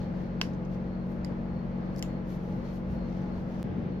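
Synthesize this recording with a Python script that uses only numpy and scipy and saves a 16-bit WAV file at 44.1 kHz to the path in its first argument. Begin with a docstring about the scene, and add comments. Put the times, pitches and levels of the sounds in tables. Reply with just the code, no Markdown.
"""Steel nippers trim a horny growth on an animal's leg, close up: one hard snap, a tick of the jaws,
then a scrape and a clack as they slip off. Each blow is a noise crack plus damped horn or steel modes,
with a short wash in the stall. A work glove rustles and bumps. Some way off an engine or compressor
drones at multiples of its firing rate, over a steady rush and a faint whistle.
Near the end the sound drops out with a click and the background returns a little rougher."""
import sys
import numpy as np
from scipy import signal
from scipy.fft import rfft, irfft, next_fast_len
from scipy.io import wavfile
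from scipy.ndimage import uniform_filter1d, map_coordinates

SR = 44100
rng = np.random.default_rng(int(sys.argv[2]) if len(sys.argv) > 2 else 0)


def transcribe(u):
    """Save the signal u as a 16-bit wav file named by the first command-line argument.

    u: samples, shape (n,) or (channels, n), limited to [-1, 1]; the rate is SR.
    q: integer samples, one column per channel.
    """
    v = np.clip(np.atleast_2d(u).T, -1, 1)
    q = np.round(v * 32767).astype(np.int16)
    wavfile.write(sys.argv[1], SR, q)


N = 176400

# left-right noise correlation: f/Hz, coefficient
CORRELATION = [(60, 0.97), (130, 1), (290, 0.68), (640, 0.39), (1410, -0.29), (3100, 0.31), (6820, 0.02),
               (15000, 0.19)]
# machine rush before and after the dropout: f/Hz, level/dB
RUSH_SPECTRUM = [(20, -72.5), (55, -66), (200, -63.5), (260, -66), (310, -71.5), (550, -70.5), (720, -77.5),
                 (1000, -81), (2000, -90), (3000, -100), (3900, -104.5), (4350, -102.5), (4800, -107),
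                 (6200, -112.5), (8200, -129), (10400, -134), (11600, -120.5), (12800, -127), (15000, -127),
                 (15800, -136)]
LATE_RUSH_SPECTRUM = [(20, -75.5), (55, -67.5), (120, -58), (200, -59), (550, -71.5), (1000, -83),
                      (2000, -89.5), (4200, -104), (6200, -112), (8200, -131), (10500, -134),
                      (11600, -120.5), (12800, -128), (15800, -132)]
# whistle swells: t/s, half length/s, level/dB
WHISTLES = [(.02, .04, -68), (.28, 0.06, -73), (.95, .075, -71.5), (1.56, .06, -70), (1.9, 0.093, -74.5),
            (2.12, 0.059, -72), (2.68, 0.055, -69), (3.02, 0.055, -68.5), (3.35, .04, -71),
            (3.95, .05, -71.5)]
# engine firing rate: t/s, f/Hz
FIRING_RATE = [(0.0, 46), (0.04, 46.6), (0.13, 45.9), (1.31, 45.9), (3.62, 46.1)]
# engine orders: multiple of the firing rate, level/dB
ENGINE_ORDERS = [(1, -46.5), (2, -53.5), (3, -43.5), (4, -37.5), (5, -43.5), (7, -49.5), (11, -55.5),
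                 (14, -63.5)]
# other machine tones: f/Hz, level/dB
MACHINE_TONES = [(162, -48), (252, -58), (437, -58.5), (839.8, -61)]
# reflection colour; wash after horn; wash after steel: f/Hz, level/dB
ROOM_SPECTRUM = [(300, 11), (2500, -1.5), (5000, 2), (11000, 7.5), (15000, 3.5)]
HORN_WASH_SPECTRUM = [(700, -90.5), (2000, -78.5), (3000, -87), (3800, -88.5), (5400, -83.5), (6300, -90.5),
                      (8700, -105), (11200, -99), (13000, -105), (14500, -103), (15800, -115)]
STEEL_WASH_SPECTRUM = [(1500, -100), (3200, -86.5), (5200, -98), (7100, -92.5), (8500, -111), (11200, -101),
                       (12800, -107), (14200, -101), (15800, -110)]
# glove strokes: t/s, half length/s, level/dB, share of low brushing 0-1
GLOVE_STROKES = [(.01, .04, -72.5, 0.8), (0.203, 0.058, -76.5, .6), (0.738, 0.023, -73.5, .5),
                 (1.113, 0.042, -75.5, .05), (2.322, 0.035, -66, 0.2), (2.501, 0.1, -74.5, 0.3),
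                 (2.679, 0.035, -72.5, 0.6), (2.752, 0.033, -69, 0.2), (2.929, 0.033, -73, 0.3),
                 (3.162, 0.095, -75.5, .7), (3.379, 0.045, -76, 0.5), (3.535, 0.05, -74, 0.6),
                 (3.612, 0.025, -72, 0.4)]
# hand bumps; edges scraping horn; crumbs landing: t/s, half length/s, level/dB
BUMPS = [(1.555, 0.028, -38), (2.85, 0.016, -38), (2.96, 0.046, -37), (3.415, 0.022, -32.5)]
SCRAPES = [(1.955, .025, -72), (1.9622, 0.0012, -58), (1.9765, 0.003, -58), (1.9845, .0025, -52),
           (1.992, .0028, -50)]
CRUMBS = [(.535, .002, -60.5), (.5482, .0012, -58), (.653, 0.003, -61)]
# glove and tool noises: f/Hz, level/dB
HISS_SPECTRUM = [(2000, -12), (5000, -2), (7000, 1), (8600, -12.5), (9700, 1), (10400, -8.5), (11500, 5),
                 (13000, -3), (15000, -4.5)]
BRUSH_SPECTRUM = [(400, -9), (1500, 3.5), (3000, 3.5), (6000, -1), (8000, -17.5), (15000, -32.5)]
BUMP_SPECTRUM = [(25, -26.5), (50, 0.5), (68, 1), (95, -8.5), (160, -29), (500, -74)]
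SCRAPE_SPECTRUM = [(1500, -16), (3500, -4.5), (5200, 5), (6200, -0.5), (7200, -4), (8600, -23),
                   (9800, -6.5), (11600, -6.5), (13000, -11.5), (15000, -10.5)]
CRUMB_SPECTRUM = [(1500, -11), (4000, 0), (5500, 4), (6600, 3), (8000, -17), (11000, -18), (15000, -23.5)]
CRACK_SPECTRUM = [(500, -18.5), (1200, -4.5), (6000, 6), (8500, -10.5), (15000, -9.5)]
# horn breaking: t/s, level/dB
SNAPS = [(0.414, 2)]
# horn modes: f/Hz, level/dB, t60/s, left-right/dB
HORN_MODES = [(1033, -26, 0.013, 9), (1630, -29.5, 0.015, 11.5), (2060, -25, 0.0056, 12),
              (2710, -16, 0.0077, -5), (3060, -16, 0.0054, -3.5), (4620, -20.5, .0055, 3),
              (5580, -27, 0.014, -5.5), (6500, -34, 0.0055, 5.5), (10370, -49.5, 0.0071, 3),
              (11200, -46, 0.0061, 0), (14200, -53.5, .007, 0.5)]
# jaw contacts: t/s, level/dB, freedom (0 on the horn, 1 free)
JAW_CONTACTS = [(1.247, 1, 0), (2.0257, 0.5, 1)]
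# nipper modes: f/Hz, t60/s, left-right/dB, level on the horn/dB, level free/dB
STEEL_MODES = [(2025, 0.015, 7.5, -44, -37.5), (2990, 0.012, -7, -67, -32),
               (4450, 0.0055, 14.5, -51.5, -36.5), (4890, 0.013, -13, -39, -63.5),
               (5400, 0.0053, -8.5, -49, -31.5), (7180, 0.0055, 9, -46, -29),
               (9780, 0.018, -2, -60.5, -56.5), (11100, 0.0093, -1.5, -59, -45.5),
               (14200, 0.005, -7.5, -56, -39)]

DROPOUT_S, RETURN_S, RETURN_FADE_S = 3.6293, 3.6392, 0.0029


def amp(db):
    """Decibels to gain."""
    return 10 ** (np.asarray(db) / 20)


def unit(x):
    """Scale to rms 1."""
    return x / np.sqrt(np.mean(x ** 2) + 1e-30)


def clock():
    """Sample times in s."""
    return np.arange(N) / SR


def along(points, hz):
    """Interpolate (f/Hz, value) points on a log axis."""
    point_hz, values = np.transpose(points)
    return np.interp(np.log(hz + 1), np.log(point_hz + 1), values)


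def pan(left_db):
    """Left and right gains for a level difference."""
    return amp(np.array([[left_db], [-left_db]]) / 2)


def wobble(rate_hz):
    """Smooth random curve, rate_hz knots a second."""
    return map_coordinates(rng.standard_normal(int(N * rate_hz / SR) + 4), [clock() * rate_hz])


def filtered(x, response):
    """Apply a frequency response."""
    size = next_fast_len(x.shape[-1] + SR // 4)
    return irfft(rfft(x, size) * response(np.fft.rfftfreq(size, 1 / SR)), size)[..., :x.shape[-1]]


def noise(spectrum):
    """Stereo noise from a density in dB per Hz; channels more alike in the bass."""
    def response(hz):
        width_rad = np.arccos(np.clip(along(CORRELATION, hz), -1, 1)) / 2
        return amp(along(spectrum, hz)) * [np.cos(width_rad), np.sin(width_rad)]
    mid, side = filtered(rng.standard_normal((2, N)), response)
    return np.sqrt(SR / 2) * np.array([mid + side, mid - side])


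def swells(rows):
    """Power sum of bell envelopes: t/s, half length/s, level/dB."""
    t = clock()
    return np.sqrt(sum(amp(db) ** 2 * np.exp(-((t - at_s) / half_s) ** 2) for at_s, half_s, db in rows))


def machine_rush(waver_db=0.63):
    """Steady broadband rush; its spectrum switches at the dropout."""
    rush = np.where(clock() < DROPOUT_S, noise(RUSH_SPECTRUM), noise(LATE_RUSH_SPECTRUM))
    return rush * amp(waver_db * wobble(8))


def whistle(centre_hz=4317, width_hz=80):
    """Thin distant whistle: a narrow noise band that comes and goes."""
    white = rng.standard_normal((2, N))
    band = filtered(white, lambda hz: np.exp(-((hz - centre_hz) / width_hz) ** 2 / 2))
    return swells(WHISTLES) * unit(band)


def engine(order_waver_db=0.65, tone_waver_db=2.4, smear_rad=.72, late_db=-2.5, right_lag_s=.0003):
    """Wavering low orders of the firing rate, plus a few other machine tones."""
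    t = clock()
    firing_hz = np.interp(t, *np.transpose(FIRING_RATE))
    firings = np.cumsum(firing_hz) / SR - np.array([[0], [right_lag_s]]) * firing_hz
    drone = tones = 0
    for order, db in ENGINE_ORDERS:
        gain = amp(db + order_waver_db * wobble(7.6))
        phase_rad = 2 * np.pi * order * firings - smear_rad * order ** 2  # exhaust spreads each pulse
        drone += gain * np.sin(phase_rad + 0.21 * wobble(9))
    for hz, db in MACHINE_TONES:
        gain = amp(db + tone_waver_db * wobble(8))
        tones += gain * np.sin(2 * np.pi * hz * t + 0.68 * wobble(4.03))
    return np.sqrt(2) * (drone * amp(late_db * (t > DROPOUT_S)) + tones)


def reflections(x, near_db=-9.5, room_db=-18):
    """Quick scatter from hand, leg and ground, then the stall's short tail."""
    t = np.arange(SR // 3) / SR
    def tail(t60_s, rise_s):
        burst = rng.standard_normal((2, len(t))) * amp(-60 * t / t60_s)
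        burst *= 1 - np.exp(-(t / rise_s) ** 2)
        return burst / np.linalg.norm(burst, axis=1, keepdims=True)
    near = amp(near_db) * tail(t60_s=0.019, rise_s=0.0016)
    room = amp(room_db) * tail(t60_s=.19, rise_s=.006)
    impulse_response = filtered(near + room, lambda hz: amp(along(ROOM_SPECTRUM, hz)))
    return signal.fftconvolve(x, impulse_response, axes=1)[:, :N]


def wash(at_s, db, spectrum, t60_s=.245, rise_s=.005):
    """Diffuse reflections: build up after a blow, decay evenly."""
    age_s = np.maximum(clock() - at_s, 0)
    return noise(spectrum) * amp(db - 60 * age_s / t60_s) * (1 - np.exp(-(age_s / rise_s) ** 2))


def stall(held_db=-11):
    """Toneless wash after each snap and jaw contact; weaker for jaws held on the horn."""
    horn = sum(wash(at_s, db, HORN_WASH_SPECTRUM) for at_s, db in SNAPS)
    steel = sum(wash(at_s, db + (1 - free) * held_db, STEEL_WASH_SPECTRUM)
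                for at_s, db, free in JAW_CONTACTS)
    return horn + steel


def friction(spectrum, grain_db, grain_hz):
    """Noise broken into tiny slips of uneven size."""
    return unit(noise(spectrum) * amp(grain_db * wobble(grain_hz)))


def glove(brush_db=12.5):
    """The weave catches, hisses and brushes over hair; the hand bumps softly."""
    def strokes(share):
        return swells([(at_s, half_s, db + 10 * np.log10(np.clip(share(low), .01, 1)))
                       for at_s, half_s, db, low in GLOVE_STROKES])
    hiss = strokes(lambda low: 1 - low) * friction(HISS_SPECTRUM, grain_db=1.5, grain_hz=420)
    brush = strokes(lambda low: low) * friction(BRUSH_SPECTRUM, grain_db=2.0, grain_hz=340)
    bumps = swells(BUMPS) * unit(noise(BUMP_SPECTRUM))
    return hiss + amp(brush_db) * brush + bumps


def scraping():
    """Cutting edges drag over the horn; crumbs land after the snap."""
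    edges = swells(SCRAPES) * friction(SCRAPE_SPECTRUM, grain_db=6.5, grain_hz=1400)
    crumbs = swells(CRUMBS) * friction(CRUMB_SPECTRUM, grain_db=5.5, grain_hz=900)
    return edges + crumbs


def strike(at_s, modes, crack_db, crack_t60_s, right_lag_s):
    """Brief crack plus damped modes, arriving slightly later on the right."""
    live = slice(int(at_s * SR), int(at_s * SR) + SR // 10)
    age_s = np.maximum(clock()[live] - at_s - np.array([[0], [right_lag_s]]), 0)
    ring = sum((-1) ** k * pan(left_db) * amp(db - 60 * age_s / t60_s) * np.sin(2 * np.pi * hz * age_s)
               for k, (hz, db, t60_s, left_db) in enumerate(modes))
    crack = filtered(rng.standard_normal(age_s.shape), lambda hz: amp(along(CRACK_SPECTRUM, hz)))
    out = np.zeros((2, N))
    out[:, live] = ring + (age_s > 0) * amp(crack_db - 60 * age_s / crack_t60_s) * crack
    return out


def nippers(snap_crack_db=-29.5, jaw_crack_db=-51.5, free_boost_db=11.5):
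    """The horn snaps; the steel jaws tick against it and clack when they come free."""
    out = np.zeros((2, N))
    for at_s, db in SNAPS:
        out += amp(db) * strike(at_s, HORN_MODES, snap_crack_db, crack_t60_s=.0034, right_lag_s=.000076)
    for at_s, db, free in JAW_CONTACTS:
        modes = [(hz, held_db + free * (free_db - held_db), t60_s, left_db)
                 for hz, t60_s, left_db, held_db, free_db in STEEL_MODES]
        crack_db = jaw_crack_db + free * free_boost_db
        out += amp(db) * strike(at_s, modes, crack_db, crack_t60_s=.0056, right_lag_s=.0001)
    return out


def scene():
    """Tool and glove up close; machine behind, slightly left."""
    tool = nippers() + scraping()
    foreground = tool + reflections(tool) + stall() + glove()
    background = engine() + machine_rush() + whistle()
    return foreground + pan(left_db=2) * background


def record(dry, dropout_db=-13.5, click_db=-27, click_decay_s=0.00034, cutoff_hz=15800):
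    """Brief dropout with a click and a fade back in, then a brick-wall low-pass."""
    t = clock()
    started = t > DROPOUT_S
    release = np.clip((RETURN_S - t) / RETURN_FADE_S + .5, 0, 1)
    dip = uniform_filter1d(started * release, size=20)
    gate = 1 - dip * (1 - amp(dropout_db))
    click = -amp(click_db) * started * np.exp(-np.abs(t - DROPOUT_S) / click_decay_s)
    return filtered(dry * gate + click, lambda hz: hz < cutoff_hz)


dry = scene()
out = record(dry)
transcribe(out)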